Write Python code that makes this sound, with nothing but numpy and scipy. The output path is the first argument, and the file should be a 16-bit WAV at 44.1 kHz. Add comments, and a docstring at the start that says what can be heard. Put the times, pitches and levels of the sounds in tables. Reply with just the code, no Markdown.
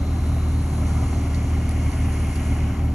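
"""A V8 sports car idles on a desert road, heard from a few metres behind its tailpipes.
From the start, periodic firings drive the exhaust's resonances into a throb and burble, with a rush of
turbulent gas and a fine crunch like tyres creeping over asphalt. A thin hiss fades after half a second.
From 1.3 to 2.4 s small stones snap while the whirr of the engine bay swells.
At the end the crunch dies away and the engine idles on."""
import sys
import numpy as np
from scipy.fft import rfft, irfft, next_fast_len
from scipy.io import wavfile
from scipy.ndimage import map_coordinates

SR = 44100
rng = np.random.default_rng(int(sys.argv[2]) if len(sys.argv) > 2 else 0)


def wrap_up_sound(samples):
    """Save the sound to the file named by the first command line argument, as 16-bit audio."""
    columns = np.atleast_2d(samples).T
    # keep every value between -1 and 1, then stretch to whole-number steps
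    tamed = np.clip(columns, -1, 1)
    steps = np.round(tamed * 32767).astype(np.int16)
    wavfile.write(sys.argv[1], SR, steps)


N = 129654

# Idle speed. Each row: time in seconds, firings per second.
FIRING_RATE = [(0, 38.5), (.35, 38.55), (.6, 38.15), (.95, 38.4), (1.3, 38.5), (1.85, 38.15), (2.25, 37.9),
               (2.94, 38.05)]
# Exhaust partials. Each row: multiple of the firing rate, relative level in dB.
PARTIALS = [(1, -9.5), (1.25, -17), (1.5, -15.5), (2, -0.5), (2.5, -17), (3, -7.5), (3.5, -19), (4, -17),
            (5, -22), (6, -21), (7, -14), (9.5, -27)]
# Uneven firings. Each row: time in seconds, sag or surge in dB.
STUMBLES = [(.14, -2), (.76, -7), (.9, 1.5), (.96, -3), (1.875, 4.5), (1.915, -8), (2.335, -6), (2.44, -8),
            (2.52, 3.5), (2.755, -8)]
THROB_DB, WAVER_DB, STUMBLE_S = -22.5, 0.7, .016
WANDER_S, WANDERS_PER_S, DISPERSION_RAD = .0004, 30, 1.7


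def throb(firings):
    """Periodic excitation: firings make harmonics; unequal cylinders add the partials between, the lope."""
    t = np.arange(N) / SR
    stumble_db = sum(db * np.exp(-((t - s) / STUMBLE_S) ** 2) for s, db in STUMBLES)
    # The crankshaft runs early or late: phase modulation blurs the pitch of the high partials.
    crank = firings + WANDER_S * curve(FIRING_RATE) * wobble(WANDERS_PER_S)
    tone = np.zeros(N)
    for multiple, db in PARTIALS:
        # Dispersion delays higher partials more, so the throb rolls instead of thumping.
        phase = DISPERSION_RAD * multiple ** 2 - 2 * np.pi * multiple * crank
        tone += amp(db + WAVER_DB * wobble(14)) * np.sin(phase)
    return amp(THROB_DB + stumble_db) * np.sqrt(2) * tone


# Resonances of the pipes and silencer. Each row: frequency in Hz, relative gain in dB.
PIPE_RESPONSE = [(20, -32), (33, -19), (46, 2), (60, -3.5), (75, -3), (100, 1), (135, 1.5), (170, -2.5),
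                 (205, -2.5), (228, -1), (243, -7), (270, -5.5), (288, -2.5), (305, -10), (350, -13.5),
                 (364, -8), (382, -18), (480, -25), (700, -55), (1500, -90)]
# Turbulence in the exhaust stream. Each row: frequency in Hz, relative spectral level in dB.
RUMBLE_SPECTRUM = [(15, -38), (27, -27), (42, -1.5), (70, 1), (105, 0), (150, -3.5), (190, -4.5), (280, -8),
                   (320, -15), (500, -37)]
BURBLE_DB, RUMBLE_DB = -32.3, -32.7
SMEAR_S, JITTER_S, SCATTER_DB = 0.01001, 0.0003, 0.7


def burble(firings, cylinders=8):
    """Source and filter: each cylinder's path to the tailpipe smears its puffs, amid turbulent rumble."""
    paths = rng.standard_normal((cylinders, 64))
    beats = np.arange(int(firings[-1]) + 1)
    jitter, scatter = rng.standard_normal((len(beats), 2)).T
    onsets = np.interp(beats, firings, np.arange(N)) + JITTER_S * SR * jitter
    onsets = np.clip(onsets, 0, N - 1).astype(int)
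    sizes = amp(SCATTER_DB * scatter)
    puffs = np.zeros(N)
    for k, path in enumerate(paths):
        group_delay = lambda hz: SMEAR_S * map_coordinates(path, [hz / 45], mode="nearest")
        lag = lambda hz: 2 * np.pi * np.cumsum(group_delay(hz)) * hz[1]
        pulses = np.bincount(onsets[k::cylinders], sizes[k::cylinders], N)
        puffs += filtered(pulses, lambda hz: amp(along(PIPE_RESPONSE, hz)) * np.exp(-1j * lag(hz)))
    for multiple, _ in PARTIALS:  # take out the steady partials, which the throb plays
        partial = np.exp(2j * np.pi * multiple * firings)
        puffs -= 2 * np.real(np.mean(puffs * partial.conj()) * partial)
    return amp(BURBLE_DB) * unit(puffs) + amp(RUMBLE_DB) * rush(RUMBLE_SPECTRUM)


# Colour of the outflow. Each row: frequency in Hz, relative spectral level in dB.
GAS_SPECTRUM = [(25, -12), (80, 5), (250, 1.5), (400, 1), (500, -3.5), (600, 0.5), (700, 1), (775, 3),
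                (870, -5), (1100, -3.5), (1400, -7), (1700, -15), (3000, -24.5), (6000, -45)]
# Its envelope. Each row: time in seconds, relative level in dB.
GAS_LEVEL = [(0, -42), (.6, -42), (.95, -39), (1.4, -41), (2, -41.5), (2.65, -40.7), (2.94, -43)]
GAS_DB, GAS_FLUTTER_DB = 3.5, 0.74


def tailpipe_gas():
    """Jet noise: turbulent gas leaving the tailpipes makes a fluttering rush."""
    return amp(curve(GAS_LEVEL) + GAS_DB + GAS_FLUTTER_DB * wobble(70)) * rush(GAS_SPECTRUM)


# Colour of the whirr. Each row: frequency in Hz, relative spectral level in dB.
BAY_SPECTRUM = [(800, -20), (1400, -9.5), (1700, -4.5), (2040, 0.5), (2170, 6), (2290, -.5), (2520, -4.5),
                (2900, -2.5), (3200, -11.5), (3600, -19), (5000, -28), (9000, -52)]
# Its envelope. Each row: time in seconds, relative level in dB.
BAY_LEVEL = [(0, -52.5), (.2, -49.5), (.6, -49.5), (1.3, -47.3), (2, -44), (2.4, -43.7), (2.7, -45),
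             (2.94, -52.5)]
BAY_DB, BAY_FLUTTER_DB = 0.5, 0.95


def engine_bay():
    """Machinery noise: belts and valve gear blend into a fluttering band near 2.2 kHz."""
    return amp(curve(BAY_LEVEL) + BAY_DB + BAY_FLUTTER_DB * wobble(70)) * rush(BAY_SPECTRUM)


# Colours of crushed grit and rolling tread. Each row: frequency in Hz, relative spectral level in dB.
GRIT_SPECTRUM = [(3000, -45), (7000, -15), (8500, -15), (9300, -5), (10000, 7.5), (10800, -7), (11500, -18),
                 (12300, -44)]
ROLL_SPECTRUM = [(2000, -25), (3400, -1.5), (3750, -9.5), (4100, -2), (4450, -3.5), (4900, -3.5),
                 (5600, -3), (6300, 1.5), (7200, -2), (8500, -0.5), (10000, -6), (11000, -14), (12300, -44)]
# Their envelopes. Each row: time in seconds, relative level in dB.
GRIT_LEVEL = [(0, -59), (.3, -48.5), (.42, -52), (.58, -48.5), (1.05, -47.5), (1.3, -51), (1.58, -53.5),
              (1.8, -49.5), (2.2, -45.5), (2.45, -45.5), (2.7, -55), (2.94, -61)]
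ROLL_LEVEL = [(0, -55.5), (.5, -53), (1, -49.5), (1.3, -50), (1.55, -51.5), (2.3, -50.5), (2.6, -51.5),
              (2.8, -57), (2.94, -75)]
GRAINS_PER_S, GRAIN_SPREAD_DB, ROLL_DB = 7000, 1.5, 2


def tyres():
    """Shot noise: random impulses of crushed grit merge into a crunch over a smooth rolling hiss."""
    crushed = rng.random(N) < GRAINS_PER_S / SR
    grains = crushed * amp(GRAIN_SPREAD_DB * rng.standard_normal(N))
    crunch = amp(curve(GRIT_LEVEL) + 1.04 * wobble(40.03)) * rush(GRIT_SPECTRUM, grains)
    hiss = amp(curve(ROLL_LEVEL) + ROLL_DB + 0.95 * wobble(24.97)) * rush(ROLL_SPECTRUM)
    return crunch + hiss


# Snapping stones. Each row: start in seconds, relative level in dB, length in seconds,
# share of the power in the stone's body from 0 to 1.
SNAPS = [(1.345, -39, .016, .95), (1.692, -29.5, .005, .25), (1.709, -41, .012, .3),
         (1.916, -40.5, .008, .9), (1.934, -44, .02, .4), (2.356, -38, .018, .35)]
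# Colour of a stone's body. Each row: frequency in Hz, relative spectral level in dB.
STONE_SPECTRUM = [(1500, -20), (3500, -5), (4200, -1), (4650, 5.5), (5200, -3), (6400, -4.5), (9000, -3),
                  (12000, -25)]
SNAP_DB, SNAP_ATTACK_S = 3, 0.0005


def stones():
    """Damped transients: each snap decays exponentially; small stones sizzle, larger ones have body."""
    t, sizzle, body = np.arange(N) / SR, np.zeros(N), np.zeros(N)
    for start, db, length, share in SNAPS:
        age = np.maximum(t - start, 0)
        attack = 1 - np.exp(-age / SNAP_ATTACK_S)
        burst = amp(db + SNAP_DB) * attack * np.exp(-2 * age / length)
        sizzle += burst * np.sqrt(1 - share)
        body += burst * np.sqrt(share)
    return sizzle * rush(GRIT_SPECTRUM) + body * rush(STONE_SPECTRUM)


# Colour of the thin hiss. Each row: frequency in Hz, relative spectral level in dB.
HISS_SPECTRUM = [(2700, -28), (3500, -2), (4050, 6), (4500, -8), (5400, -48)]
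# Its envelope. Each row: time in seconds, level in dB.
HISS_LEVEL = [(0, -54.5), (.5, -54.5), (1.1, -62), (1.8, -72)]


def thin_hiss():
    """Narrow-band noise: a hiss near 4 kHz holds for half a second, then fades."""
    return amp(curve(HISS_LEVEL)) * rush(HISS_SPECTRUM)


# Likeness of left and right. Each row: frequency in Hz, coherence from 0 to 1.
COHERENCE = [(170, .9999), (280, .999), (400, .98), (900, .91), (2000, .97), (2600, .82), (3200, .5),
             (4200, .72), (4800, .62), (5900, .97), (7200, .83), (8300, .95), (8900, .995), (9500, .98),
             (10800, .84), (11700, .96)]


def rush(spectrum, grains=1):
    """Partial coherence: mid and side noise, gated by grains and coloured, form a stereo pair of rms 1."""
    def colour(hz):
        angle = np.arccos(along(COHERENCE, hz)) / 2
        return amp(along(spectrum, hz)) * [np.cos(angle), np.sin(angle)]
    mid, side = filtered(grains * rng.standard_normal((2, N)), colour)
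    return unit(np.array([mid + side, mid - side]))


def filtered(x, response):
    """Convolution theorem: filtering multiplies the spectrum by a complex response."""
    size = next_fast_len(N + SR // 2)
    hz = np.fft.rfftfreq(size, 1 / SR)
    return irfft(rfft(x, size) * response(hz), size)[..., :N]


def wobble(rate):
    """Random modulation: a spline through rate Gaussian knots a second."""
    return map_coordinates(rng.standard_normal(2048), [np.arange(N) * rate / SR], mode="wrap")


def curve(rows):
    """Linear interpolation of (seconds, value) rows at every sample."""
    return np.interp(np.arange(N) / SR, *np.transpose(rows))


def along(rows, hz):
    """Interpolation of (Hz, value) rows on a logarithmic frequency axis."""
    frequencies, values = np.transpose(rows)
    return np.interp(np.log(hz + 1), np.log(frequencies + 1), values)


def amp(db):
    """Amplitude ratio of a level in decibels."""
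    return 10 ** (np.asarray(db) / 20)


def unit(x):
    """Normalisation to rms 1."""
    return x / np.sqrt(np.mean(x ** 2) + 1e-20)


def scene():
    """Superposition: the centred throb and puffs add to the slightly spread noises."""
    firings = np.cumsum(curve(FIRING_RATE)) / SR  # running count
    fade_in = curve([(0, 0), (.003, 1)])
    exhaust = (throb(firings) + burble(firings)) * fade_in
    return exhaust + tailpipe_gas() + engine_bay() + thin_hiss() + tyres() + stones()


# Stereo balance. Each row: frequency in Hz, level of left over right in dB.
BALANCE = [(350, 0), (500, 3), (620, 4.5), (790, 1.5), (1000, 9.5), (1150, 6.5), (1400, 0.5), (2200, -0.5),
           (3200, -2), (3600, -1), (5200, -2), (6200, -0.5)]
# Stereo phase. Each row: frequency in Hz, lead of left over right in radians.
PHASE_LEAD = [(330, 0), (480, 0.85), (600, 0), (950, 0.38), (1200, -0.6), (1400, 0), (2300, -0.8),
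              (2900, 1.28), (3450, -2), (4000, -1.53), (4400, -1), (4900, -3), (5700, 0.5), (6200, 0.17),
              (7200, 1.7), (8500, 3), (9500, 3), (10500, 4.5), (11600, 8)]
BAND_LIMIT_HZ = 12258


def record(dry):
    """Spaced receivers: two microphone ports hear unequal level and phase, up to a band limit."""
    sides = np.array([[.5], [-.5]])
    def ports(hz):
        gain = amp(sides * along(BALANCE, hz))
        return gain * np.exp(1j * sides * along(PHASE_LEAD, hz)) * (hz < BAND_LIMIT_HZ)
    return filtered(dry, ports)


dry = scene()
out = record(dry)
wrap_up_sound(out)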